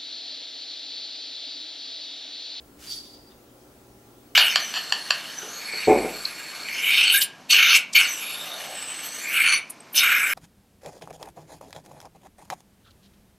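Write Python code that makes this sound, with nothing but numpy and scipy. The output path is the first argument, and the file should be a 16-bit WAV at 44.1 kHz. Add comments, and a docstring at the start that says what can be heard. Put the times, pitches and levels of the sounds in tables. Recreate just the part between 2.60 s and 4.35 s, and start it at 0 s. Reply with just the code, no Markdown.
"""A collar rustles and its small bell jingles once and settles: a cat flicks its head in a quiet kitchen.
The pellet rolls, scrapes and knocks in the fur-damped shell while the collar's metal fittings chatter.
Behind it: a short bright room, faint rumble and hiss, an appliance's hum and a thin steady whine."""
import sys
import numpy as np
from scipy import signal
from scipy.fft import rfft, irfft
from scipy.io import wavfile
from scipy.ndimage import uniform_filter1d

SR = 44100
rng = np.random.default_rng(int(sys.argv[2]) if len(sys.argv) > 2 else 0)


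def persist_wave(psi):
    """Save psi, clipped to +-1, as 16-bit WAV."""
    counts = np.round(np.clip(psi, -1, 1) * 32767).astype(np.int16)
    wavfile.write(sys.argv[1], SR, np.atleast_2d(counts).T)


N = 77175

# Rumble and hiss. Each row: frequency in Hz, relative density in dB.
AIR_SPECTRUM = [(12, -53), (20, -10), (32, -29), (64, -4), (87, -22), (119, -2), (148, -15), (175, -8.5),
                (289, -2), (324, -9.5), (393, -5), (439, -16.5), (478, -8.5), (746, -12), (857, -14.5),
                (2210, -23.5), (15500, -28.5)]
# Each row: frequency in Hz, left-right correlation.
AIR_CORRELATION = [(60, 0.99), (200, .92), (380, 0.89), (700, 0.59), (1300, .12), (2400, .03), (4400, 0.28),
                   (8100, 0.61), (15000, .85)]
# Appliance tones. Each row: frequency in Hz, rms level in dB.
HUM_TONES = [(60, -69), (119.5, -67.5), (236, -70), (295, -63.5), (354, -67.5), (385, -66), (414, -68.5),
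             (472, -70.5), (828, -72.5), (1363, -76), (15735, -72)]
# Room decay. Each row: frequency in Hz, T60 in seconds.
ROOM_DECAY = [(300, .5), (2000, 0.53), (4500, 0.58), (8000, 0.42), (15000, 0.31)]

# Friction spectra of fur and pellet. Each row: frequency in Hz, relative level in dB.
RUSTLE_SPECTRUM = [(200, -18), (800, -7), (1400, -1), (2100, -1), (3000, 2), (7400, -1.5), (8800, -3.5),
                   (12500, -5.5), (14000, -9), (16000, -14)]
SCRAPE_SPECTRUM = [(1000, -29), (2800, -27), (3300, -3.5), (4800, 5.5), (6000, -3), (7800, -3.5),
                   (9500, -12), (12000, -17), (13600, -12), (16000, -19)]
# Envelopes of fur, pellet and shell overtones. Each row: time in seconds, level in dB.
RUSTLE_ENVELOPE = [(.16, -74), (.2, -54), (.23, -48), (.28, -47.5), (.325, -52), (.37, -58), (.42, -87)]
SCRAPE_ENVELOPE = [(.25, -64), (.295, -45), (.322, -40), (.345, -46), (.39, -50), (.42, -59), (.55, -60),
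                   (.6, -80), (.7, -71), (.76, -86)]
ROLL_ENVELOPE = [(.23, -70), (.27, -54), (.305, -41.5), (.335, -48), (.385, -41.5), (.42, -61.5),
                 (.48, -60), (.51, -53), (.54, -59), (.57, -62), (.69, -69.5), (.74, -85)]
OVERTONE_ENVELOPE = [(.25, -67), (.29, -51.5), (.305, -46.5), (.33, -60), (.357, -47.5), (.385, -57.5),
                     (.42, -66), (.54, -68.5), (.6, -90)]
# Metal resonances. Each row: frequency in Hz, bandwidth in Hz, relative level in dB.
FITTING_MODES = [(3236, 35, -2), (3454, 100, -4.5), (3604, 45, -3.5), (4020, 70, -8), (5110, 90, 1),
                 (5540, 140, 0.5), (5905, 80, -0.5), (6400, 120, -8), (14800, 110, -4)]
SHELL_MODES = [(4585, 72, -2.5), (4714, 56, 0), (4840, 72, -7)]
OVERTONE_MODES = [(10830, 200, -0.5), (11020, 110, 4)]
# Collar movements. Each row: centre in seconds, level in dB, Gaussian sigma in seconds.
FITTING_SHAKES = [(.324, -42, .012), (.35, -51.5, 0.029), (.457, -60, .012), (.553, -60.5, 0.011)]
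COLLAR_TAPS = [(.46, -57.5, 0.023), (.555, -63.5, 0.017), (.717, -60.5, .01)]
# Pellet impacts. Each row: start in seconds, peak level in dB, shell pitch in Hz.
PELLET_KNOCKS = [(.271, -38, 4700), (.283, -35.5, 4700), (.300, -30, 4596), (.309, -29.5, 4594),
                 (.315, -30, 4577), (.331, -32, 4590), (.346, -48, 4650), (.359, -47, 4620),
                 (.371, -33.5, 4592), (.379, -44, 4620), (.399, -41, 4610), (.449, -47, 4850),
                 (.529, -40.5, 4690), (.538, -51, 4720), (.591, -52, 4850), (.671, -49.5, 4726),
                 (.683, -51, 4760)]


def amp(db):
    """Decibels to gain."""
    return 10 ** (np.asarray(db) / 20)


def unit_rms(x):
    """Scales to rms 1."""
    return x / np.sqrt(np.mean(x ** 2) + 1e-20)


def at_hz(points, hz):
    """Interpolates on a log-frequency axis."""
    f, value = np.transpose(points)
    return np.interp(np.log(hz + 1), np.log(f + 1), value)


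def envelope(points):
    """Gain over time, silent outside the points."""
    time_s, db = np.transpose(points)
    return amp(np.interp(np.arange(N) / SR, time_s, db, left=-140, right=-140))


def swells(rows):
    """Gain over time of Gaussian swells."""
    t = np.arange(N) / SR
    return sum(amp(db) * np.exp(-.5 * ((t - centre_s) / sigma_s) ** 2) for centre_s, db, sigma_s in rows)


def contacts(rate_per_s=5000):
    """Dense random train of tiny impacts."""
    return rng.standard_normal(N) * (rng.random(N) < rate_per_s / SR)


def friction(spectrum):
    """Rubbing noise: tiny contacts shaped to a spectrum."""
    gain = amp(at_hz(spectrum, np.fft.rfftfreq(N, 1 / SR)))
    return unit_rms(irfft(rfft(contacts()) * gain, N))


def ringing(modes):
    """Tiny contacts keep each mode ringing, held at an even level."""
    out = np.zeros(N)
    for hz, width_hz, db in modes:
        pole = np.exp((-np.pi * width_hz + 2j * np.pi * hz) / SR)
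        ring = signal.lfilter([1], [1, -pole], contacts())
        power = abs(uniform_filter1d(abs(ring) ** 2, size=900))
        out += amp(db) * ring.imag / np.sqrt(power + 1e-9)
    return unit_rms(out)


def air(level_db=-53.5, flicker_db=1.38):
    """Steady rumble and hiss, nearly mono in the bass; bands flicker slightly."""
    hz = np.fft.rfftfreq(2048, 1 / SR)
    re, im, side_re, side_im, flicker = rng.standard_normal((5, N // 512 + 5, len(hz)))
    correlation = at_hz(AIR_CORRELATION, hz)
    left = re + 1j * im
    right = correlation * left + np.sqrt(1 - correlation ** 2) * (side_re + 1j * side_im)
    flicker = uniform_filter1d(flicker, size=6, axis=0)
    flicker = unit_rms(uniform_filter1d(flicker, size=16, axis=1))
    spectra = np.array([left, right]) * amp(at_hz(AIR_SPECTRUM, hz) + flicker_db * flicker)
    _, noise = signal.istft(spectra.transpose(0, 2, 1), nperseg=2048, noverlap=1536)
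    return amp(level_db) * unit_rms(noise[:, :N])


def hum(waver_db=1.5):
    """Motor and mains tones and a thin whine, each wavering slowly in level."""
    t, out = np.arange(N) / SR, np.zeros(N)
    rates_hz = np.geomspace(.5, 6, 10)
    for hz, db in HUM_TONES:
        waver = unit_rms(sum(np.sin(2 * np.pi * (rate * t + rng.random())) for rate in rates_hz))
        out += np.sqrt(2) * amp(db + waver_db * waver) * np.sin(2 * np.pi * (hz * t + rng.random()))
    return out


def kitchen(x, tail_db=-6, early_db=-5.5, early_decay_s=0.016):
    """Direct sound, quick reflections off floor and cupboards, and a short tail, different per ear."""
    t = np.arange(SR) / SR
    noise = rng.standard_normal((2, SR)) * (t > .004)
    hz, frame_s, spectra = signal.stft(noise, SR, nperseg=256)
    decay = amp(-60 * frame_s / at_hz(ROOM_DECAY, hz)[:, None])
    tail = signal.istft(spectra * decay, SR, nperseg=256)[1][:, :SR]
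    early = rng.standard_normal((2, SR)) * (rng.random((2, SR)) < .03) * np.exp(-t / early_decay_s)
    response = sum(amp(db) * part / np.linalg.norm(part, axis=1, keepdims=True)
                   for db, part in [(tail_db, tail), (early_db, early)])
    return x + signal.fftconvolve(x[None], response, axes=1)[:, :N]


def collar(tap_hz=3620, tap_width_hz=300):
    """The strap rustles in the fur; its fittings chatter and settle with light taps."""
    rustle = envelope(RUSTLE_ENVELOPE) * friction(RUSTLE_SPECTRUM)
    chatter = swells(FITTING_SHAKES) * ringing(FITTING_MODES)
    taps = swells(COLLAR_TAPS) * ringing([(tap_hz, tap_width_hz, 0)])
    return rustle + chatter + taps


def bell(rise_s=0.0028, t60_s=0.039):
    """The pellet rolls, scrapes and knocks in the fur-damped shell."""
    out = envelope(ROLL_ENVELOPE) * ringing(SHELL_MODES)
    out += envelope(OVERTONE_ENVELOPE) * ringing(OVERTONE_MODES)
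    out += envelope(SCRAPE_ENVELOPE) * friction(SCRAPE_SPECTRUM)
    for start_s, db, hz in PELLET_KNOCKS:
        age_s = np.maximum(np.arange(N) / SR - start_s, 0)
        attack = np.minimum(age_s / rise_s, 1)
        decay = amp(-60 * np.maximum(age_s - rise_s, 0) / t60_s)
        out += amp(db) * attack * decay * np.sin(2 * np.pi * (hz * age_s + rng.random()))
    return out


def scene(lean_db=0.46):
    """The jingle in the room, over a background that leans slightly left."""
    jingle = kitchen(bell() + collar())
    background = (air() + hum()) * amp([[lean_db], [-lean_db]])
    return jingle + background


def record(dry, cutoff_hz=15850):
    """Steep low-pass band limit."""
    lowpass = signal.firwin(1023, cutoff_hz, window=("kaiser", 9), fs=SR)
    return signal.oaconvolve(dry, lowpass[None], "same")


dry = scene()
out = record(dry)
persist_wave(out)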